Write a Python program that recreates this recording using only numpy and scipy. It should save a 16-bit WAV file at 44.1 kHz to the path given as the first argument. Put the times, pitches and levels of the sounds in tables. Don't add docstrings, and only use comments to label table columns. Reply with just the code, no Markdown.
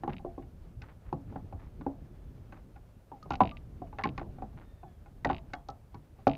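import sys
import numpy as np
from scipy import signal
from scipy.fft import rfft, irfft
from scipy.io import wavfile

SR = 44100
rng = np.random.default_rng(int(sys.argv[2]) if len(sys.argv) > 2 else 0)


def master_out(mix):
    frames = np.transpose(np.atleast_2d(mix))
    ceiling = np.clip(frames, -1, 1)
    pcm = np.round(ceiling * 32767).astype(np.int16)
    wavfile.write(sys.argv[1], SR, pcm)


N = 280917
TIME = np.arange(N) / SR
FIRM_BLOW_DB = -35.5

# t/s, knock level/dB,
# weight (thump over knock)/dB, hardness (clack over knock)/dB, thump f/Hz, knock f/Hz
BLOWS = [(0.035, -38.5, -1, -11.5, 338, 764), (0.077, -34.5, -0.5, -13.5, 364, 813),
         (0.194, -55, -13, -16.5, 346, 767), (0.247, -41, 0, -20.5, 359, 753),
         (0.378, -46, 3, -19, 348, 800), (0.817, -60.5, 5, 6, 407, 850), (1.127, -35.5, 1, -15, 274.4, 749),
         (1.323, -55.5, -6, -14, 317, 770), (1.358, -42.5, 1, -14, 183, 875),
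         (1.525, -47.5, -5, -15.5, 202, 846), (1.810, -54.5, 11, -4.5, 288, 803),
         (1.864, -35, 2.5, -24.5, 271, 603), (2.523, -55, 0.5, -1, 333, 600),
         (2.759, -58, -12, -7, 268, 833), (3.116, -48.5, -5, -15.5, 248, 880),
         (3.257, -55, -2, -12.5, 382, 755), (3.306, -34.5, -3, -6.5, 257, 822),
         (3.334, -39.5, -8, -8, 200.7, 767), (3.405, -19.5, -13, -13.5, 225, 1001),
         (3.413, -24, -4.5, -15, 191, 787), (3.817, -44.5, 0, -19.5, 253, 720),
         (3.927, -51, -7, -11, 211, 800), (3.985, -39, -15, -5.5, 416, 813),
         (4.037, -39, -0.5, 3.5, 250, 1080), (4.054, -34.5, 1.5, -9, 263.4, 806),
         (4.178, -44, -3.5, 1, 257, 747), (4.213, -43.5, -3, -13, 343, 737),
         (4.384, -53, 0.5, -11, 197, 740), (4.420, -40.5, -4.5, -17, 207, 754),
         (4.831, -50.5, -7, -16, 373, 756), (5.059, -60.5, -4, -6, 290, 805),
         (5.247, -36, -1, -1, 354, 900), (5.254, -30.5, -4.5, -20, 355, 826),
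         (5.298, -31, -9, -8, 180, 766), (5.303, -36, -1, -12, 356, 873),
         (5.534, -41, -7.5, -1.5, 298, 795), (5.686, -41.5, -10, -12.5, 213, 823),
         (5.943, -53, 3.5, -4.5, 272, 958), (6.186, -61.5, -4.5, -7.5, 279, 765),
         (6.269, -21, -5.5, -13.5, 276.3, 559), (6.277, -34, 5, -13.5, 274, 770)]
# f/Hz, level/dB
CLICK_COLOUR = [(500, -22.5), (1500, -6), (2600, -1), (3200, -0.5), (4300, 7), (5400, 2), (6900, -6.5),
                (7600, -17.5), (8300, -38), (10000, -32), (12000, -23), (15000, -53.5)]


def amp(db):
    return 10 ** (np.asarray(db) / 20)


def unit(x):
    return x / np.sqrt(np.mean(x ** 2) + 1e-24)


def look_up(table, hz):
    f, value = np.transpose(table)
    return np.interp(np.log(hz + 1), np.log(f + 1), value)


def add(mix, start_s, sound):
    part = mix[max(round(start_s * SR), 0):][:len(sound)]
    part += sound[:len(part)]


def band(x, low_hz, high_hz, order=4):
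    return signal.sosfilt(signal.butter(order, [low_hz, high_hz], "band", fs=SR, output="sos"), x)


def noise(colour, size):
    gain = amp(look_up(colour, np.fft.rfftfreq(size, 1 / SR)))
    return unit(irfft(rfft(rng.standard_normal(size)) * gain, size))


def shortest_pulse(colour, size=1024):
    log_gain = np.log(amp(look_up(colour, abs(np.fft.fftfreq(size, 1 / SR)))))
    return np.fft.ifft(np.exp(np.conj(signal.hilbert(log_gain)))).real


def click(colour):
    pulse = shortest_pulse(colour)
    return pulse / abs(pulse).max()


def echoing_clicks(hits, colour, echo, echo_s, size=1024):
    out, pulse = np.zeros(N), click(colour)
    for s, db in hits:
        paths = rng.standard_normal(size) * np.exp(-TIME[:size] / echo_s)
        paths *= echo / np.linalg.norm(paths)
        paths[0] = 1
        add(out, s, amp(db) * np.convolve(paths, pulse))
    return out


def water(slosh_boost_db=1.5, wash_db=-67.5, wash_follow=0.23):
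    # t/s, rumble level/dB, slosh level before its boost/dB
    effort = [(0.3, -49.5, -55.5), (1.13, -52.5, -61), (1.34, -52, -47.5), (1.44, -47.5, -53.5),
              (2.52, -53, -54.5), (2.9, -54.5, -63), (3.13, -63.5, -63), (3.35, -48.5, -51.5),
              (3.48, -47, -57.5), (3.78, -49, -53.5), (4.06, -51.5, -53), (4.36, -45.5, -49.5),
              (4.71, -54, -58), (4.91, -54, -62), (5.16, -55.5, -60), (5.44, -49.5, -57),
              (5.77, -56.5, -65.5), (6.25, -57, -60.5)]
    # f/Hz, relative level/dB
    colour = [(12, -29), (20, 3.5), (75, 0), (275, -16.5), (496, -23), (589, -23), (649, -26), (830, -29),
              (985, -33), (1230, -34), (1690, -37.5), (1860, -40), (2560, -42.5), (3270, -46),
              (7000, -54.5), (9100, -100), (15400, -120)]
    s, rumble, slosh = np.transpose(effort)
    wash = wash_db + wash_follow * (slosh - slosh.mean())
    # level/dB, random swing/dB, band edges/Hz
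    layers = [(rumble, 1.6, (26, 112)), (slosh + slosh_boost_db, 1.7, (100, 444)),
              (wash, 0.97, (450, 7000))]
    out = np.zeros(N)
    for db, swing_db, edges_hz in layers:
        swing = unit(band(rng.standard_normal(N), 2.6, 11, order=2))
        level = amp(np.interp(TIME, s, db) + swing_db * swing)
        out += level * unit(band(noise(colour, N), *edges_hz))
    return out


def rocking(rise_s=0.019, firm_boom_db=-46, follow=0.7):
    # t/s, level/dB
    waves = [(0.77, -41), (1.26, -43), (1.53, -44), (2.25, -49), (4.18, -42), (5.92, -48)]
    pushes = waves + [(s, firm_boom_db + follow * (db - FIRM_BLOW_DB)) for s, db, *_ in BLOWS]
    age = TIME[:SR // 2] / rise_s
    swell = age * np.exp(1 - age)
    power = np.zeros(N)
    for s, db in pushes:
        add(power, s, (amp(db) * swell) ** 2)
    return np.sqrt(power) * unit(band(rng.standard_normal(N), low_hz=48, high_hz=115))


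def whine(octave_db=-2, waver=0.0038, flicker_db=2):
    # t/s, f/Hz, level/dB
    glides = [
        [(1.98, 1770, -99), (2.1, 1750, -88), (2.25, 1745, -87), (2.45, 1620, -94)],
        [(4.58, 1740, -95), (4.66, 1824, -77.5), (4.78, 1810, -81.5), (4.9, 1710, -80), (5.05, 1530, -90)],
    ]
    out = np.zeros(N)
    for points in glides:
        s, hz, db = np.transpose(points)
        t = np.arange(s[0], s[-1], 1 / SR)
        drift, flicker = (unit(band(row, 5, 60, order=2)) for row in rng.standard_normal((2, len(t))))
        phase = 2 * np.pi * np.cumsum(np.interp(t, s, hz) * (1 + waver * drift)) / SR
        level = amp(np.interp(t, s, db) + flicker_db * flicker)
        add(out, s[0], level * (np.sin(phase) + amp(octave_db) * np.sin(2 * phase)))
    return out


def gear_taps(per_s=1.2, level_db=-70, spread_db=7):
    out = np.zeros(N)
    for slot, (when, force) in enumerate(rng.random((round(per_s * N / SR), 2))):
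        db = level_db + spread_db * (2 * force - 1)
        tap = blow(db, weight_db=-8, hardness_db=-1, thump_hz=282, knock_hz=780)
        add(out, (slot + when) / per_s, tap)
    return out


def gear_scrapes(slips_per_s=800, rub=0.012):
    # t/s, level/dB, length/s
    slides = [(0.087, -53.5, 0.066), (0.818, -61.5, 0.055), (0.873, -63, 0.058), (1.053, -67, 0.064),
              (1.292, -68.5, 0.028), (1.585, -66, 0.11), (2.522, -65, 0.081), (3.987, -49.5, 0.044),
              (4.191, -54.5, 0.044), (4.567, -61.5, 0.088)]
    # f/Hz, relative level/dB
    colour = [(300, -3), (900, 8.5), (1400, 3.5), (2100, -0.5), (2600, -7), (4000, -18), (7000, -42)]
    out = np.zeros(N)
    for s, db, length_s in slides:
        size = int(length_s * SR)
        progress = np.linspace(0, 1, size)
        friction = rng.standard_normal(size) * ((rng.random(size) < slips_per_s / SR) + rub)
        stroke = np.minimum(10 * progress, 1) * np.sqrt(1 - progress)
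        add(out, s, amp(db) * unit(np.convolve(friction * stroke, click(colour))))
    return out


def plops(sag=0.274, sag_s=0.0203, rise_s=0.0029, ring_s=0.18):
    # t/s, final f/Hz, level/dB
    pockets = [(3.118, 765, -39.5), (3.82, 634, -43), (4.42, 735, -45), (4.84, 715, -47.5)]
    out, t = np.zeros(N), TIME[:SR // 4]
    envelope = (1 - np.exp(-t / rise_s)) * amp(-60 * t / ring_s)
    for s, hz, db in pockets:
        phase = 2 * np.pi * np.cumsum(hz * (1 + sag * np.exp(-t / sag_s))) / SR
        add(out, s, amp(db) * envelope * np.sin(phase))
    return out


def gear_pings():
    # t/s, f/Hz, peak level/dB, time to fade by 60 dB/s
    notes = [(3.227, 1244, -45.5, 0.11), (3.308, 1373, -31, 0.06), (3.517, 1182, -46, 0.16),
             (4.038, 2250, -28, 0.034), (5.248, 1913, -29, 0.048), (5.294, 1477, -36, 0.058),
             (5.537, 3320, -65, 0.22), (5.688, 1307, -42.5, 0.12)]
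    out, t = np.zeros(N), TIME[:SR // 2]
    for s, hz, db, ring_s in notes:
        add(out, s, amp(db - 60 * t / ring_s) * np.sin(2 * np.pi * hz * t))
    return out


def tackle_clicks(bounce_s=0.015):
    # t/s, level/dB, bounce compared with the first click/dB
    contacts = [(0.82, -48.5, -18), (1.129, -49.5, -15), (3.229, -45.5, -22), (3.306, -36.5, -8.5),
                (3.335, -42, -22.5), (3.356, -41.5, -24.5), (4.038, -31.5, -22), (4.1782, -45.5, -7),
                (5.249, -29.5, -29), (5.536, -36.5, -13), (5.687, -38.5, -5), (5.946, -49.5, -22),
                (6.2782, -36, -12)]
    hits = []
    for s, db, bounce_db in contacts:
        hits += [(s, db), (s + bounce_s, db + bounce_db)]
    return echoing_clicks(hits, CLICK_COLOUR, echo=0.88, echo_s=0.0035)


def dry_ticks(gap_s=0.0185, jitter_s=0.00077, fade_db_per_s=47.5, uneven_db=1, boost_db=4.5):
    # first t/s, last t/s, starting level before the boost/dB
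    runs = [(0.1338, 0.1335, -41.5), (0.1678, 0.1844, -44), (3.3222, 3.3557, -37.5), (3.4172, 3.5125, -36),
            (3.5705, 3.5712, -41), (4.0540, 4.0905, -39.5), (5.271, 5.2906, -41.5), (5.3134, 5.3830, -39.5),
            (6.2780, 6.3523, -36.5)]
    # f/Hz, relative level/dB
    colour = [(300, -34), (1750, -13), (2050, -5), (2600, 0), (2950, -3), (3400, -13), (3800, -6),
              (4150, -20), (4550, -15.5), (5100, -24), (5600, -47), (6400, -36.5), (7500, -54),
              (11000, -73)]
    hits = []
    for first, last, start_db in runs:
        for s in np.linspace(first, last, round((last - first) / gap_s) + 1):
            late, louder = rng.standard_normal(2)
            db = start_db + boost_db - fade_db_per_s * (s - first)
            hits.append((s + jitter_s * late, db + uneven_db * louder))
    after_hits = np.add(hits, [0.0075, -25.5])
    afterbeats = echoing_clicks(after_hits, CLICK_COLOUR, echo=0.5, echo_s=0.002)
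    return echoing_clicks(hits, colour, echo=0.43, echo_s=0.0057) + afterbeats


def deck_shiver(stretch, size):
    # f/Hz, relative level/dB
    colour = [(100, -2.5), (280, 16.5), (800, 0.5), (1200, -7), (2400, -17.5), (4000, -14), (7000, -44)]
    # f/Hz, time to fade by 60 dB/s
    ring_times = [(100, 0.71), (300, 0.075), (800, 0.39), (1500, 0.1), (3000, 0.022), (7000, 0.056)]
    hz, t, spectra = signal.stft(noise(colour, size), SR, nperseg=256)
    ring_s = stretch * look_up(ring_times, hz)[:, None]
    return signal.istft(spectra * amp(-60 * t / ring_s), SR, nperseg=256)[1][:size]


def hull_ring(thump_hz, knock_hz, stretch, t, chatter=0.91, chatter_s=0.0018):
    # f/Hz, relative level/dB, time to fade by 60 dB before stretching/s
    hull_notes = [(142.6, -7, 0.26), (167, -11.5, 0.26), (221.4, -8.5, 0.1), (272.3, 0.5, 0.18),
                  (341.6, -4, 0.11), (394, -3, 0.097), (464, -11, 0.11), (566, 3, 0.04), (668, -7, 0.28),
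                  (740, 0.5, 0.14), (798, 10.5, 0.056), (856, -8, 0.16), (1014.5, -3.5, 0.046),
                  (1126, -7.5, 0.077), (1334, -14.5, 0.041), (1483, -15, 0.047), (1900, -33.5, 0.02),
                  (2200, -23.5, 0.041), (2534, -13.5, 0.013), (2850, -27.5, 0.048), (3700, -24, .022),
                  (4750, -28, 0.0077), (5200, -31.5, .016), (6450, -17, 0.0096)]
    panel_notes = [(thump_hz, 2, 0.22), (knock_hz, 4, 0.1)]
    hz, db, ring_s = np.transpose(hull_notes + panel_notes)[:, :, None]
    sign = rng.choice([-1, 1], hz.shape)
    detune = 1 + 0.015 * rng.standard_normal(hz.shape)
    envelopes = amp(db - 60 * t / (ring_s * stretch))
    ring = (sign * envelopes * np.sin(2 * np.pi * hz * detune * t)).sum(0)
    force = rng.standard_normal(len(t)) * np.exp(-t / (chatter_s * stretch))
    force *= chatter / np.linalg.norm(force)
    force[0] += 1
    return signal.fftconvolve(force, ring)[:len(t)]


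def balance_bands(x, levels_db, fft_size=4096):
    edges = [90, 450, 1100, 3000, 7000]
    centres = np.sqrt(np.multiply(edges[:-1], edges[1:]))
    hz, size = np.fft.rfftfreq(fft_size, 1 / SR), SR // 45
    fade_out = signal.windows.tukey(2 * size, 0.2)[size:]
    for _ in range(3):
        power = 2 * abs(rfft(x[:size] * fade_out, fft_size)) ** 2 / (fft_size * size)
        now_db = 10 * np.log10(np.histogram(hz, edges, weights=power)[0] + 1e-20)
        tone_filter = shortest_pulse(np.c_[centres, levels_db - now_db])
        x = signal.fftconvolve(x, tone_filter)[:len(x)]
    return x


def blow(level_db, weight_db, hardness_db, thump_hz, knock_hz,
         shiver_db=-9, swell_s=0.0014, punch_s=0.0054, size=13000):
    t = TIME[:size]
    stretch = 2 ** ((FIRM_BLOW_DB - level_db) / 69.5)
    body = unit(hull_ring(thump_hz, knock_hz, stretch, t))
    body += amp(shiver_db) * unit(deck_shiver(stretch, size))
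    swell = 1 - np.exp(-t / (swell_s * stretch ** 3))
    punch = 1 + 0.43 * np.exp(-(t / (punch_s * stretch)) ** 2)
    snap_db = 1.32 * hardness_db - 17
    levels_db = level_db + np.array([weight_db, 0, hardness_db, snap_db])
    return band(balance_bands(body * swell * punch, levels_db), 50, 5800, order=8)


def hull_knocks():
    out = np.zeros(N)
    for s, *contact in BLOWS:
        add(out, s, blow(*contact))
    return out


def scene():
    boat = hull_knocks() + rocking() + tackle_clicks() + gear_pings() + gear_scrapes()
    return (boat + whine() + water() + plops() + dry_ticks() + gear_taps())[None]


def record(dry, hiss_db=-78.5, top_hz=15600):
    with_hiss = dry + amp(hiss_db) * rng.standard_normal(dry.shape)
    low_pass = signal.firwin(511, top_hz, window=("kaiser", 9), fs=SR)
    return signal.oaconvolve(with_hiss, low_pass[None], "same")


dry = scene()
out = record(dry)
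master_out(out)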